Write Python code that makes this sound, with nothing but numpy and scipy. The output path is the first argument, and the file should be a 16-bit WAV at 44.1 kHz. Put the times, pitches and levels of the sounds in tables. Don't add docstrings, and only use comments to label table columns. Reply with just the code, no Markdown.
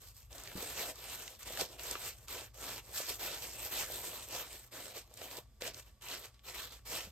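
import sys
import numpy as np
from scipy import signal
from scipy.fft import rfft, irfft, next_fast_len
from scipy.io import wavfile
from scipy.ndimage import uniform_filter1d

SR = 44100
rng = np.random.default_rng(int(sys.argv[2]) if len(sys.argv) > 2 else 0)


def waveform_to_disk(signal):
    frames = np.transpose(np.atleast_2d(signal))
    scaled = np.clip(frames, -1, 1) * 32767
    samples = np.round(scaled).astype(np.int16)
    wavfile.write(sys.argv[1], SR, samples)


N = 313551
TIME = np.arange(N) / SR

# start in seconds, length in seconds, peak level in dB,
# place of the hardest push from 0 to 1, swell up to it in dB, extra hiss in dB, extra flutter in dB.
HAND_STROKES = [(0.0, 0.11, -54.5, 0.3, 4, 6, -2.5), (0.133, 0.12, -56.5, 0.32, 8, 8.5, -4),
                (0.293, 0.37, -51, 0.4, 1.5, 2.5, 3), (0.545, 0.32, -42.5, 0.4, 3.5, 3.0, 1.0),
                (0.758, 0.096, -40, 0.48, 6.5, 1, 2), (0.854, 0.077, -40, 0.44, 14, 4.5, 4),
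                (0.936, 0.24, -41.5, 0.88, 12.5, 2.5, -1.5), (1.148, 0.21, -45, 0.23, 11.5, 3.5, 0.5),
                (1.386, 0.079, -49, 0.56, 10.5, 3, -7), (1.448, 0.13, -43.5, 0.23, 5, 1, 0),
                (1.553, 0.12, -35, 0.48, 19.5, 2.0, 1.5), (1.681, 0.085, -54.5, 0.3, 1.5, 2.5, 5),
                (1.774, 0.21, -40.5, 0.68, 9, 2.5, 0.0), (1.982, 0.13, -39.5, 0.66, 8.5, 4.0, -2),
                (2.129, 0.12, -60, 0.5, 0.5, 7.5, 5), (2.272, 0.17, -43, 0.41, 4.5, 0.5, -1),
                (2.534, 0.09, -45.5, 1, 14, 6, 5), (2.614, 0.17, -43.5, 0.1, 2.5, 1.5, 1),
                (2.827, 0.14, -49.5, 0.9, 10, 5.5, 6), (2.922, 0.19, -36, 0.29, 15, 4, -6.5),
                (3.071, 0.094, -38.5, 0.25, 13, 5.5, 2), (3.182, 0.19, -39, 0.27, 6, 2, 0.5),
                (3.373, 0.2, -44, 0.29, 5.5, 4.5, 1.5), (3.571, 0.16, -42.5, 0.47, 5.5, 4.5, -2),
                (3.708, 0.141, -34, 0.47, 5.5, 4.5, -3), (3.858, 0.16, -41.5, 0.7, 4.5, 7.5, 2.5),
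                (4.015, 0.23, -44, 0.12, 2.5, 3.5, 0.5), (4.257, 0.23, -39, 0.48, 15, 1.5, 0.0),
                (4.479, 0.19, -45, 0.26, 15, 4.5, -1.5), (4.707, 0.21, -46.5, 0.33, 4.5, 1.5, 0.5),
                (4.933, 0.081, -42.5, 0.42, 13, 3, 1.5), (5.023, 0.15, -60.5, 0.9, 13, 5.5, 10.5),
                (5.16, 0.18, -47, 0.41, 5.5, 1.5, 2.5), (5.296, 0.097, -45.5, 0.94, 8, 2, 3),
                (5.603, 0.094, -42, 0.7, 6, -2, 0.5), (5.73, 0.078, -47, 0.9, 6.5, 5, -1.0),
                (5.832, 0.09, -61.0, 0.46, 12, 1.5, 0.5), (6.007, 0.21, -42.5, 0.59, 11.5, -1, -3),
                (6.216, 0.072, -46.5, 0.48, 13.5, 0, -2.5), (6.314, 0.15, -69, 0.2, 20, -7, -12),
                (6.432, 0.12, -42.5, 0.54, 18, 0.5, -3.0), (6.533, 0.14, -43.5, 0.44, 6, -0.5, -5),
                (6.699, 0.07, -51.5, 0.44, 3, 1.0, -3.0), (6.846, 0.225, -38, 0.48, 13, 1.5, -1)]
# frequency in Hz, strength there in dB.
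RUSTLE_SPECTRUM = [(110,-6.5),(200,-10.5),(350,-2),(550,1),(850,-3.5),(1400,-6.5),(2200,-6),(3000,-2.5),(4100,-5),(6000,-7.5),(8000,-6),(11500,-14),(14000,-5.5),(16000,-6)]
# frequency in Hz, strength there in dB.
ROOM_SPECTRUM = [(20,-23),(32,-19),(45,3),(58,4.5),(78,-4.5),(110,-1.5),(160,-20),(300,-38),(600,-37.5),(1200,-46),(3000,-47),(8000,-47),(16000,-52)]
# time in seconds, level in dB before a boost.
RUMBLE_LEVELS = [(0.0,-63.5),(0.7,-63.5),(1.2,-68),(1.9,-63),(2.6,-65.5),(4.0,-62.5),(4.7,-70),(5.7,-65),(6.4,-70.5),(7.11,-61.5)]
# pitch in Hz, width in Hz, level in dB.
WHIRR_BANDS = [(1144,54,-82),(2230,630,-99),(3400,180,-90),(4970,61,-89)]
# pitch in Hz, level in dB.
HUM_TONES = [(60,-75.5),(120.5,-73.5)]
# start in seconds, relative level in dB, pitch in Hz.
CREASE_SNAPS = [(0.329, -45, 5100), (0.382, -43, 5700), (0.4367, -41, 7700), (0.4746, -40.5, 2900),
                (0.516, -47, 2000), (0.6264, -41, 6000), (0.7945, -38, 3600), (0.9574, -47, 7700),
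                (1.278, -39.5, 3200), (1.474, -42, 6900), (1.5733, -34, 2500), (1.604, -37, 3500),
                (1.6116, -32, 3900), (1.7946, -41, 2800), (1.8347, -38, 11600), (1.912, -29, 7500),
                (1.9538, -34, 1700), (2.283, -41.5, 4600), (2.982, -36, 6700), (3.103, -39, 9500),
                (3.156, -42, 8900), (3.65, -36, 7700), (4.287, -41, 10000), (5.14, -45.5, 7500),
                (5.174, -44, 8400), (5.217, -43, 2600), (5.3126, -42, 3300), (5.37, -41, 5000),
                (5.6205, -35, 3600), (5.745, -40, 4500), (6.022, -45, 8700), (6.0857, -39, 4400),
                (6.3935, -57, 2800), (6.723, -47, 9500)]
# start in seconds, relative level in dB, pitch in Hz.
PETAL_POPS = [(0.553, -35, 300), (0.627, -31, 447), (0.81, -35, 477), (0.856, -34.5, 600),
              (0.891, -43.5, 555), (1.505, -36, 572), (1.617, -27.5, 445), (1.913, -38, 410),
              (1.954, -36.5, 434), (3.002, -30, 550), (3.229, -37, 604), (3.833, -36, 590),
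              (3.901, -34, 624), (4.353, -38.5, 570), (5.216, -35, 580), (5.384, -36.5, 483),
              (5.621, -31.5, 517), (6.94, -47, 460)]
# start in seconds, strength in dB.
HAND_KNOCKS = [(0.555,-36.5),(0.576,-41),(1.617,-49),(7.006,-57),(7.072,-48)]
# pitch in Hz, relative level in dB, seconds to fade by 60 dB.
TABLE_NOTES = [(73,-12,0.16),(127,-34,0.094),(203,0.5,0.051)]
# frequency in Hz, the left's lead in radians, likeness from 0 to 1, left minus right level in dB.
STEREO_IMAGE = [(50,0.05,0.94,0.4),(250,-0.1,0.8,0.3),(2000,-0.3,0.78,-0.7),(3000,-1.0,0.67,-0.2),(4500,-1.3,0.36,-2.8),(6100,-1.7,0.36,-2.4),(7650,0,0.98,0),(8200,0,0.98,0),(9000,1.4,0.6,0.5),(9750,3.1,0.99,0),(10900,3.16,0.995,0),(11400,4.3,0.55,0),(11850,6.2,0.92,0),(13000,6.3,0.99,0),(13900,7.9,0.76,0),(14600,9.4,0.98,0)]


def from_db(db):
    return 10 ** (np.asarray(db) / 20)


def rms_one(x):
    return x / np.sqrt(np.mean(x ** 2) + 1e-20)


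def at_hz(spectrum, hz):
    row_hz, db = np.transpose(spectrum)
    return np.interp(np.log(hz + 1e-6), np.log(row_hz), db)


def drift(per_s):
    points = rng.standard_normal(8192)
    return 1.22 * np.interp(TIME * per_s, np.arange(len(points)), points)


def band(x, low_hz, high_hz):
    sos = signal.butter(2, [low_hz, min(high_hz, SR * .45)], "band", fs=SR, output="sos")
    return signal.sosfilt(sos, x + 1e-18)


def fade(x, decay_s):
    return signal.lfilter([1], [1, -np.exp(-1 / (decay_s * SR))], x + 1e-18)


def add(out, start_s, sound):
    i = max(round(start_s * SR), 0)
    out[:, i:i + sound.shape[1]] += sound[:, :N - i]


def hand_strokes(grip_share=.09, settle_s=.023, held_db=-81):
    mix, age = np.zeros((3, N)), TIME[:SR]
    for start, length, db, push, swell_db, hiss_db, flutter_db in HAND_STROKES:
        push_s = np.clip(push, .05, .95) * length
        press_db = np.interp(age, [0, push_s, length], [-swell_db, 0, -swell_db])
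        grip = np.clip(age / (grip_share * length), 0, 1)
        settle = np.exp(-np.maximum(age - length, 0) / settle_s)
        stroke_power = (from_db(db + press_db) * grip * settle) ** 2
        add(mix, start, np.outer([1, hiss_db, flutter_db], stroke_power))
    power = mix[0] + from_db(held_db) ** 2
    return 10 * np.log10(power), mix[1] / power, mix[2] / power


def rustle(crackle_share=.37, shortest_ring_s=.0009, ring_cycles=.3, patchy_db=1.82, judder_db=.93):
    effort_db, hiss_db, flutter_db = hand_strokes()
    edges_hz = np.geomspace(110, 17000, 19)
    creases_per_s = 1300 * from_db(.4 * (effort_db + 50))
    starts = np.flatnonzero(rng.random(N) < creases_per_s / SR)
    size = from_db(3 * np.minimum(rng.exponential(1, N), 4))[starts]
    pitch = np.exp(rng.uniform(np.log(edges_hz[0] / 2), np.log(edges_hz[-1] * 2), N))[starts]
    stick_slip_db = judder_db * drift(70)
    noise = rng.standard_normal((2, 2, N))
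    out, upper_power = 0, 0
    for k, (low, high) in enumerate(zip(edges_hz, edges_hz[1:])):
        hz = np.sqrt(low * high)
        energy = np.zeros(N)
        energy[starts] = size ** 2 * np.exp(-.5 * np.log2(pitch / hz) ** 2)
        ring_s = shortest_ring_s + ring_cycles / hz
        crackle = fade(energy, ring_s) / creases_per_s
        texture = np.sqrt(1 - crackle_share + crackle_share * crackle / crackle.mean())
        bright = np.clip(np.log2(hz / 3800), 0, 1)
        dull = np.clip(np.log2(1400 / hz), 0, 1)
        gain = from_db(at_hz(RUSTLE_SPECTRUM, hz) + bright * hiss_db + dull * flutter_db)
        gain = gain * np.sqrt(high - low)
        upper_power += gain ** 2 * (hz > 1000)
        flicker = from_db(patchy_db * drift(25))
        out += gain * texture * flicker * rms_one(band(noise[k % 2], low, high))
    return out / np.sqrt(upper_power) * from_db(effort_db + stick_slip_db)


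def petal_hollows(x, width_share=.056, ring_db=-7.5, come_go_db=8):
    out = x.copy()
    for hz in np.geomspace(1000, 5400, 13):
        openness = np.minimum(drift(per_s=7), 1.5) - 1
        ring = signal.lfilter(*signal.iirpeak(hz, 1 / width_share, fs=SR), x + 1e-18)
        out += from_db(ring_db + come_go_db * openness) * ring
    return out


def room_tone(rumble_boost_db=4, air_db=-73.5):
    hz = np.arange(N // 2 + 1) * SR / N
    spectrum = rfft(rng.standard_normal((2, N))) * from_db(at_hz(ROOM_SPECTRUM, hz))
    low = hz < 200
    rumble_db = np.interp(TIME, *np.transpose(RUMBLE_LEVELS)) + rumble_boost_db
    out = rms_one(irfft(spectrum * low, N)) * from_db(rumble_db)
    out += rms_one(irfft(spectrum * ~low, N)) * from_db(air_db)
    for pitch, width, db in WHIRR_BANDS:
        whirr = band(rng.standard_normal((2, N)), pitch - width / 2, pitch + width / 2)
        out += from_db(db) * rms_one(whirr)
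    for pitch, db in HUM_TONES:
        out[0] += from_db(db) * np.sqrt(2) * np.sin(2 * np.pi * (pitch * TIME + rng.random()))
    return out


def crease_snaps(crack_s=.00022, cycles=3.6, shiver_s=.0055, shiver_db=-16, spread=1.71, gain_db=-.5):
    out, t = np.zeros((2, N)), TIME[:2048]
    for start, db, hz in CREASE_SNAPS:
        crack = np.exp(-t / (crack_s + cycles / hz))
        shiver = from_db(shiver_db) * np.exp(-t / shiver_s)
        burst = band(rng.standard_normal((2, len(t))) * (crack + shiver), hz / spread, hz * spread)
        power = uniform_filter1d(burst ** 2, size=55, mode="constant")
        loudest = np.sqrt(power.max(axis=1, keepdims=True))
        add(out, start, from_db(db + gain_db) * burst / loudest)
    return out


def petal_pops(fade_cycles=.46, gain_db=-3.5):
    out, t = np.zeros((2, N)), TIME[:3000]
    for start, db, hz in PETAL_POPS:
        age = t * hz / fade_cycles
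        swell = (age * np.e / 2) ** 2 * np.exp(-age)
        swing = np.sin(2 * np.pi * (hz * t + rng.random((2, 1))))
        add(out, start, from_db(db + gain_db) * swell * swing)
    return out


def table_knocks():
    out, t = np.zeros((2, N)), TIME[:8000]
    ring = sum(from_db(db - 60 * t / fade_s) * np.sin(2 * np.pi * hz * t)
               for hz, db, fade_s in TABLE_NOTES)
    for start, db in HAND_KNOCKS:
        add(out[:1], start, from_db(db) * ring[None])
    return out


def room_echo(x, echo_db=-19, fade_s=.1, top_hz=7000):
    t = TIME[:SR // 2]
    tail = band(rng.standard_normal((2, len(t))), 120, top_hz)
    tail *= from_db(-60 * t / fade_s) * (t > .005)
    tail /= np.sqrt(np.sum(tail ** 2, axis=1, keepdims=True))
    return x + from_db(echo_db) * signal.fftconvolve(x, tail, axes=1)[:, :N]


def stereo_spread(x):
    size = next_fast_len(N + 2048)
    shared, apart = rfft(x, size)
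    hz = np.arange(len(shared)) * SR / size
    row_hz, *columns = np.transpose(STEREO_IMAGE)
    lead, alike, balance_db = [np.interp(hz, row_hz, column) for column in columns]
    side = np.array([[1], [-1]])
    pair = np.sqrt((1 + alike) / 2) * shared + side * np.sqrt((1 - alike) / 2) * apart
    pair *= from_db(side * balance_db / 2)
    pair *= np.exp(side * 1j * lead / 2)
    return irfft(pair, size)[:, :N]


def scene(rustle_gain_db=-.5):
    sheets = from_db(rustle_gain_db) * petal_hollows(rustle())
    handling = sheets + crease_snaps() + petal_pops() + table_knocks()
    return stereo_spread(room_echo(handling) + room_tone())


def record(dry, cutoff_hz=15800):
    return signal.sosfilt(signal.ellip(10, .1, 80, cutoff_hz, fs=SR, output="sos"), dry)


dry = scene()
out = record(dry)
waveform_to_disk(out)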